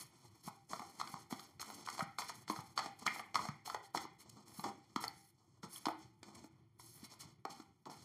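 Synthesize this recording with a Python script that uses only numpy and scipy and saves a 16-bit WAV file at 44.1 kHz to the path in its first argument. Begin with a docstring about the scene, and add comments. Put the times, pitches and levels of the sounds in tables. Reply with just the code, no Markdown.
"""Quiet room, hard table: hands shuffle a deck of stiff cards overhand, then deal three cards.
Faces slide with a grainy friction hiss, the deck thuds on palm or table, edges swish past.
Packets knock together, cards slap down, the table top rings; twice a corner flicks free.
The room rings for about half a second over a faint room tone.
Two microphone signals are summed under 1 ms apart: comb notches, a hollow colour."""
import sys
import numpy as np
from scipy import signal
from scipy.fft import rfft, irfft, next_fast_len
from scipy.io import wavfile
from scipy.ndimage import uniform_filter1d

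SR = 44100
rng = np.random.default_rng(int(sys.argv[2]) if len(sys.argv) > 2 else 0)


def pcm_store(signal):
    """Save signal as 16-bit PCM."""
    levels = np.round(np.clip(np.atleast_2d(signal), -1, 1) * 32767)
    wavfile.write(sys.argv[1], SR, levels.astype(np.int16).T)


N = 354563

# faces sliding: t/s, length/s, hiss level/dB, brightness/dB, first-contact boost/dB
STROKES = [(0.0, 0.073, -71, 4.5, 12), (0.079, 0.21, -75, -8, -8), (0.31, 0.11, -76, -6, -3.5),
           (0.431, 0.061, -59, -3.5, -7.5), (0.689, 0.16, -64.5, -7.5, 4), (0.821, 0.16, -70, -6, -22),
           (0.986, 0.25, -66, -6.5, 8.5), (1.3, 0.17, -65.5, -5.5, 9.5), (1.597, 0.24, -66, -6.5, 12.5),
           (1.848, 0.19, -61, -6, 1), (2.182, 0.14, -64, -4.5, 13), (2.333, .1, -73.5, -3.5, 5.5),
           (2.477, 0.14, -62.5, -2.5, 6), (2.639, 0.1, -75.5, -4.5, 6.5), (2.759, 0.13, -61.5, -9, 5.5),
           (2.99, 0.049, -63, -8, -5), (3.054, 0.16, -62, -6.5, 10.5), (3.343, 0.14, -59.5, -9, 6.5),
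           (3.65, 0.11, -63.5, -5, 8), (3.939, 0.11, -63.5, -10.5, 14), (4.23, 0.21, -75.5, -17, -6),
           (4.458, 0.15, -71, -7, 1.5), (4.538, 0.081, -61, -0.5, -4.5), (4.633, 0.068, -61, -14, 3),
           (4.8, 0.15, -78.5, -8, -20.5), (4.958, 0.036, -69, -9, 2), (5.002, 0.056, -55, -2.5, -1.5),
           (5.117, 0.193, -77.5, 1, -14), (5.344, 0.25, -86, -14.5, -10), (5.625, 0.068, -73, -12, 10),
           (5.692, 0.095, -61, 5, -4), (5.753, 0.16, -69.5, -4, 1), (5.982, 0.073, -69, -8, -3),
           (6.233, 0.24, -73, -13, 2.5), (6.788, 0.28, -69.5, 0, 1), (7.095, 0.051, -67.5, -5.5, -0.5),
           (7.224, 0.11, -78, -9.5, 9.5), (7.447, 0.059, -76.5, -18, 2), (7.499, 0.13, -69.5, -9.5, 10.5),
           (7.856, 0.025, -69, -28.5, -3), (7.898, 0.16, -67.5, -6, 3.5)]
# deck on palm or table: t/s, level/dB, f/Hz
THUDS = [(0.473, -45, 170), (0.73, -49.5, 187), (0.799, -50, 216), (1.136, -48.5, 159), (1.324, -36.5, 242),
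         (2.021, -40, 165), (2.498, -35, 276), (2.508, -39, 315), (2.584, -47, 134), (3.07, -48.5, 210),
         (3.353, -46, 400), (3.393, -49, 166), (3.486, -40, 146), (3.744, -44, 387), (3.967, -38, 337),
         (4.052, -42.5, 370), (4.586, -44.5, 192), (4.961, -33, 244), (5.635, -51, 194),
         (5.867, -30.5, 310), (6.229, -46.5, 341), (6.444, -43.5, 323), (7.029, -49.5, 215),
         (7.453, -37.5, 400), (7.598, -46, 310), (7.86, -50.5, 308)]
# packets landing, cards slapping: t/s, knock level/dB, knock f/Hz, crack level/dB
KNOCKS = [(0.477, -39, 960, -67), (0.732, -35, 870, -35), (0.794, -38, 980, -42), (0.818, -38.5, 872, -60),
          (0.998, -33.5, 1250, -35), (1.012, -30, 1080, -35), (1.073, -52, 1250, -41),
          (1.14, -37.5, 1080, -47), (1.313, -49, 790, -51), (1.325, -36.5, 890, -38.5),
          (1.394, -46, 1320, -38.5), (1.596, -44, 1000, -39), (1.627, -38, 1040, -65),
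          (1.701, -42.5, 900, -44), (1.873, -37.5, 1080, -60), (1.886, -30.5, 1150, -37.5),
          (1.979, -42, 990, -43), (1.992, -31, 1010, -30.5), (2.006, -27, 1300, -57.5),
          (2.185, -35.5, 1020, -31.5), (2.219, -39, 970, -36), (2.294, -37.5, 1000, -49),
          (2.478, -46, 1330, -40), (2.498, -29, 1000, -35), (2.561, -41, 940, -41),
          (2.589, -39.5, 930, -67), (2.598, -44, 970, -63), (2.776, -29, 1030, -23),
          (2.79, -31.5, 780, -29), (2.859, -35.5, 825, -38.5), (3.064, -23.5, 1285, -27.5),
          (3.076, -26, 1800, -51.5), (3.16, -38.5, 935, -64.5), (3.194, -35, 1170, -43.5),
          (3.344, -34, 910, -31.5), (3.355, -25.5, 1050, -25), (3.391, -33.5, 970, -60),
          (3.452, -36, 970, -42), (3.486, -36.5, 1090, -39.5), (3.675, -38.5, 872, -84.5),
          (3.698, -37, 1060, -38), (3.745, -28.5, 860, -36), (3.947, -24.5, 886, -59),
          (3.973, -46, 867, -30.5), (4.051, -42.5, 890, -52), (4.594, -42, 770, -41.5),
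          (4.64, -33.5, 930, -37), (4.96, -27.5, 1160, -33), (5.039, -33.5, 980, -35),
          (5.631, -74.5, 810, -44), (5.855, -36, 1160, -30), (5.866, -27, 800, -36.5),
          (5.884, -27.5, 785, -52), (6.23, -49.5, 910, -43), (6.441, -50.5, 925, -53.5),
          (6.796, -53, 990, -61), (7.451, -33, 900, -42.5), (7.6, -56.5, 1360, -50), (7.855, -70, 787, -49),
          (7.898, -50.5, 800, -49)]
# edges brushing past: t/s, level/dB, length/s
SWISHES = [(0.971, -55, 0.013), (1.11, -48, 0.04), (1.737, -45.5, 0.025), (1.861, -38.5, 0.0057),
           (1.897, -40, 0.0099), (2.275, -41.5, 0.041), (2.986, -50, 0.021), (3.127, -47, 0.048),
           (3.814, -55.5, 0.079), (4.178, -52, 0.071), (4.291, -48.5, 0.014), (4.397, -64, 0.021),
           (4.478, -52, 0.0091), (6.345, -51.5, 0.021), (7.032, -45.5, 0.034), (7.187, -45.5, 0.054)]
# corners flicking free: t/s, level/dB, f/Hz
FLICKS = [(5.0788, -35.5, 4490), (5.759, -47, 3230)]

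# spectra of dull hiss, airy hiss, low rustle, edge crack, room tone: f/Hz, level/dB
DULL_SPECTRUM = [(1500, 5.5), (3200, 3), (4300, 11), (6500, 10.5), (9000, 4), (13000, -46)]
AIRY_SPECTRUM = [(4500, -27), (7000, -17.5), (10000, 4), (13000, -4), (16000, -13)]
RUSTLE_SPECTRUM = [(90, -21), (200, 1), (500, 0), (1100, -7), (2000, -25.5), (5000, -38)]
CRACK_SPECTRUM = [(250, -15.5), (1300, 21), (3000, 6), (4300, 14), (6500, 5), (9000, -1.5), (15000, -23)]
ROOM_TONE_SPECTRUM = [(30, -35), (115, -2.5), (295, -19), (328, -5), (449, -21), (4910, -44.5),
                      (16000, -72)]
# spectra of deck thud, packet knock: f/pitch, level/dB
THUD_SPECTRUM = [(.15, -67), (0.599, -17), (1.001, 0), (1.5, -3.5), (4.0, -37.5)]
KNOCK_SPECTRUM = [(0.07, -85.5), (0.396, -4), (0.701, 0), (0.999, 4), (1.6, -6), (2.4, -19.5), (4.0, -37.5)]
# table-top modes: f/Hz, level/dB, T60/s
TABLE_MODES = [(323, -1.5, 0.43), (795, 1, 0.48), (872, -11, 0.65)]
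# room decay: f/Hz, T60/s
ROOM_T60 = [(100, 0.35), (400, 0.35), (1000, 0.22), (2500, 0.52), (6000, 0.22), (14000, 0.078)]
# second microphone, relative to the first: f/Hz, level/dB
SECOND_MIC = [(500, -3.5), (1600, -3), (2700, -.8), (6000, -.7), (8000, -2), (11300, -5.5), (13500, -1.5)]


def from_db(db):
    """dB to gain."""
    return 10 ** (np.asarray(db) / 20)


def unit_rms(x):
    """Scale to rms 1."""
    return x / np.sqrt(np.mean(x ** 2) + 1e-20)


def at_hz(points, hz):
    """Table lookup over log frequency."""
    points_hz, values = np.transpose(points)
    return np.interp(np.log(np.maximum(hz, 1.)), np.log(points_hz), values)


def colour(x, spectrum):
    """Minimum-phase filter with this spectrum."""
    gain = from_db(at_hz(spectrum, np.fft.rfftfreq(4096, 1 / SR)))
    cepstrum = irfft(np.log(gain))
    cepstrum[1:2048] *= 2
    cepstrum[2049:] = 0
    return signal.oaconvolve(x, irfft(np.exp(rfft(cepstrum))))[:len(x)]


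def drift(rate_hz):
    """Slow random wander, rms 1."""
    pole = np.exp(-2 * np.pi * rate_hz / SR)
    slow = signal.lfilter([1], [1, -2 * pole, pole * pole], rng.standard_normal(N + SR))
    return unit_rms(slow[SR:])


def friction(spectrum, slips_per_s, spread_db):
    """Tiny random slips of uneven size, filtered; rms 1."""
    sizes = from_db(spread_db * np.minimum(rng.exponential(1, N), 4)) * rng.choice([-1, 1], N)
    slips = sizes * (rng.random(N) < slips_per_s / SR)
    return unit_rms(colour(slips, spectrum))


def blows(times_s, levels_db, spectra, rise_s, fall_s, roughness, straggle_gain=0., straggle_s=.009):
    """One short noisy push per blow, filtered; straggle_gain adds three late edges."""
    def push(age_s):
        age_s = np.maximum(age_s, 0)
        return (1 - np.exp(-age_s / rise_s)) * np.exp(-age_s / fall_s)

    t, out = np.arange(4096) / SR, np.zeros(N + 4096)
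    for start_s, level_db, spectrum in zip(times_s, levels_db, spectra):
        noise = rng.standard_normal(len(t))
        lags, weights = rng.random((2, 3))
        envelope = push(t) + straggle_gain * weights @ push(t - straggle_s * lags[:, None])
        burst = colour((1 + roughness * noise) * envelope, spectrum)
        at = round(start_s * SR)
        out[at:at + len(t)] += from_db(level_db) * burst / np.abs(burst).max()
    return out[:N]


def stroke_gains(contact_s=.033, release_db=11.5, release_s=.0024, settle_db_per_s=101, smooth_s=.016):
    """Dull, airy and rustle gains: hard first contact, hold, fingers ease off, cards settle."""
    t = np.arange(N) / SR
    tilt = np.array([[0], [1], [-.81]])   # dull, airy, rustle: dB per dB of brightness
    power = np.ones((3, N)) * from_db(-98 - .5 * tilt) ** 2   # held deck creaks faintly
    for start_s, length_s, hiss_db, bright_db, contact_db in STROKES:
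        span = slice(round(start_s * SR), round((start_s + length_s + .5) * SR))
        after_s = np.maximum(t[span] - start_s - length_s, 0)
        press_db = hiss_db + contact_db * (t[span] < start_s + contact_s)
        fade_db = release_db * np.minimum(after_s / release_s, 1) + settle_db_per_s * after_s
        power[:, span] += from_db(press_db - fade_db + bright_db * tilt) ** 2
    return from_db(uniform_filter1d(10 * np.log10(power), int(smooth_s * SR), axis=1))


def sliding(rustle_db=-7, tick_db=-9, firm_db=-62):
    """Faces rub over each other: bright strokes hiss airily, dull ones carry more low rustle."""
    dull_gain, airy_gain, rustle_gain = stroke_gains()
    grip = drift(29)   # finger pressure wavers
    dull = dull_gain * friction(DULL_SPECTRUM, slips_per_s=14000, spread_db=4)
    airy = airy_gain * friction(AIRY_SPECTRUM, slips_per_s=30000, spread_db=1.5)
    hiss = from_db(1.6 * grip) * (dull + from_db(2.5 * drift(40)) * airy)
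    rustle = rustle_gain * friction(RUSTLE_SPECTRUM, slips_per_s=2500, spread_db=3.5)
    # single edges catch, far more under a firm stroke
    catch_gain = from_db(firm_db + tick_db + 2 * grip) * (dull_gain / from_db(firm_db)) ** 1.5
    ticks = catch_gain * friction(CRACK_SPECTRUM, slips_per_s=220, spread_db=4)
    return hiss + from_db(rustle_db + 4 * grip) * rustle + ticks


def wander_colour(x, edges_hz=(2500, 4000, 6000, 9500), depth_db=2.5, rate_hz=7):
    """Each band swells and sinks independently."""
    out = 0
    for hz in edges_hz:
        band = signal.sosfiltfilt(signal.butter(2, hz, fs=SR, output="sos"), x)
        out = out + from_db(depth_db * drift(rate_hz)) * band
        x = x - band
    return out + from_db(depth_db * drift(rate_hz)) * x


def room_tone(level_db=-73, depth_db=3.4):
    """Faint low noise, wavering in level."""
    gain = from_db(level_db + depth_db * drift(7.9))
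    return gain * unit_rms(colour(rng.standard_normal(N), ROOM_TONE_SPECTRUM))


def reverb(x, send_db=-8, paths=4):
    """Diffuse tail, decaying band by band; moving hands keep changing the path through the room."""
    t = np.arange(int(.7 * SR)) / SR
    tails, edges_hz = 0, 60 * 2 ** np.arange(0, 8.1, .5)
    for low_hz, high_hz in zip(edges_hz, edges_hz[1:]):
        bandpass = signal.butter(2, [low_hz, high_hz], "band", fs=SR, output="sos")
        decay = from_db(-60 * t / at_hz(ROOM_T60, np.sqrt(low_hz * high_hz)))
        tails = tails + decay * signal.sosfilt(bandpass, rng.standard_normal((paths, len(t))))
    tails *= np.clip((t - .003) / .006, 0, 1)
    tails /= np.linalg.norm(tails, axis=1, keepdims=True)
    path = (np.arange(N) // 3000) % paths
    wet = sum(signal.oaconvolve(x * (path == k), tail)[:N] for k, tail in enumerate(tails))
    return from_db(send_db) * signal.lfilter([.3], [1, -.7], wet)   # walls absorb treble


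def thuds():
    """Deck meets palm or table: a soft push lasting two or three cycles."""
    times_s, levels_db, pitches_hz = np.transpose(THUDS)
    spectra = [np.array(THUD_SPECTRUM) * [hz, 1] for hz in pitches_hz]
    return blows(times_s, levels_db, spectra, rise_s=.0008, fall_s=.001, roughness=2)


def table_top(force, gain_db=-57.5):
    """Damped table modes ring under each blow."""
    t = np.arange(SR // 2) / SR
    modes = sum(from_db(db - 60 * t / t60_s) * np.sin(2 * np.pi * hz * t)
                for hz, db, t60_s in TABLE_MODES)
    return from_db(gain_db) * signal.oaconvolve(force, modes)[:N]


def knocks():
    """Many edges land within milliseconds: the packet knocks hollow, the edges crack."""
    times_s, knock_db, pitches_hz, crack_db = np.transpose(KNOCKS)
    hollow = [np.array(KNOCK_SPECTRUM) * [hz, 1] for hz in pitches_hz]
    sharp = [CRACK_SPECTRUM] * len(times_s)
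    landing = dict(roughness=30, straggle_gain=from_db(-9))
    knock = blows(times_s, knock_db, hollow, rise_s=.0007, fall_s=.0014, **landing)
    crack = blows(times_s, crack_db, sharp, rise_s=.0008, fall_s=.0018, **landing)
    return knock + crack


def swishes(airy_db=-4.5):
    """Edges brush past: friction that swells quickly and fades."""
    t, envelope = np.arange(N) / SR, np.zeros(N)
    for start_s, level_db, length_s in SWISHES:
        progress = np.clip((t - start_s) / length_s, 0, 1)
        envelope += from_db(level_db) * np.sin(np.pi * progress ** .85) ** 2
    slips = friction([(1, 0), (SR / 2, 0)], slips_per_s=20000, spread_db=3.5)   # flat spectrum
    dull = unit_rms(colour(slips, DULL_SPECTRUM))
    airy = unit_rms(colour(slips, AIRY_SPECTRUM))
    return envelope * (dull + from_db(airy_db) * airy) / 4   # crest factor about 4


def flicks(length_s=.0045, scrape=.35):
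    """A corner scrapes free with a brief pitched tick."""
    t, out = np.arange(N) / SR, np.zeros(N)
    for start_s, level_db, pitch_hz in FLICKS:
        envelope = np.sin(np.pi * np.clip((t - start_s) / length_s, 0, 1)) ** 2
        out += from_db(level_db) * envelope * np.sin(2 * np.pi * pitch_hz * t)
    return out * (1 + scrape * rng.standard_normal(N))


def scene(near_send_db=-9):
    """Cards, table, reverb and room tone; mono."""
    thud, knock = thuds(), knocks()
    cards = wander_colour(sliding() + swishes()) + knock + table_top(thud + knock)
    near = thud + flicks()   # these excite the room less
    return (cards + near + reverb(cards + from_db(near_send_db) * near) + room_tone())[None]


def record(dry, first_notch_hz=539.3, highpass_hz=70, stop_hz=16000):
    """Two microphone signals summed with a delay: evenly spaced notches; then band-limited."""
    size = next_fast_len(N + 256)
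    hz = np.fft.rfftfreq(size, 1 / SR)
    delay_s = .5 / first_notch_hz
    second_mic = from_db(at_hz(SECOND_MIC, hz)) * np.exp(-2j * np.pi * hz * delay_s)
    combed = irfft(rfft(dry, size) * (1 + second_mic), size)[:, :N]
    highpass = signal.butter(4, highpass_hz, "high", fs=SR, output="sos")   # small mics: no deep bass
    lowpass = signal.cheby2(20, 60, stop_hz, fs=SR, output="sos")
    return signal.sosfilt(lowpass, signal.sosfilt(highpass, combed))


dry = scene()
out = record(dry)
pcm_store(out)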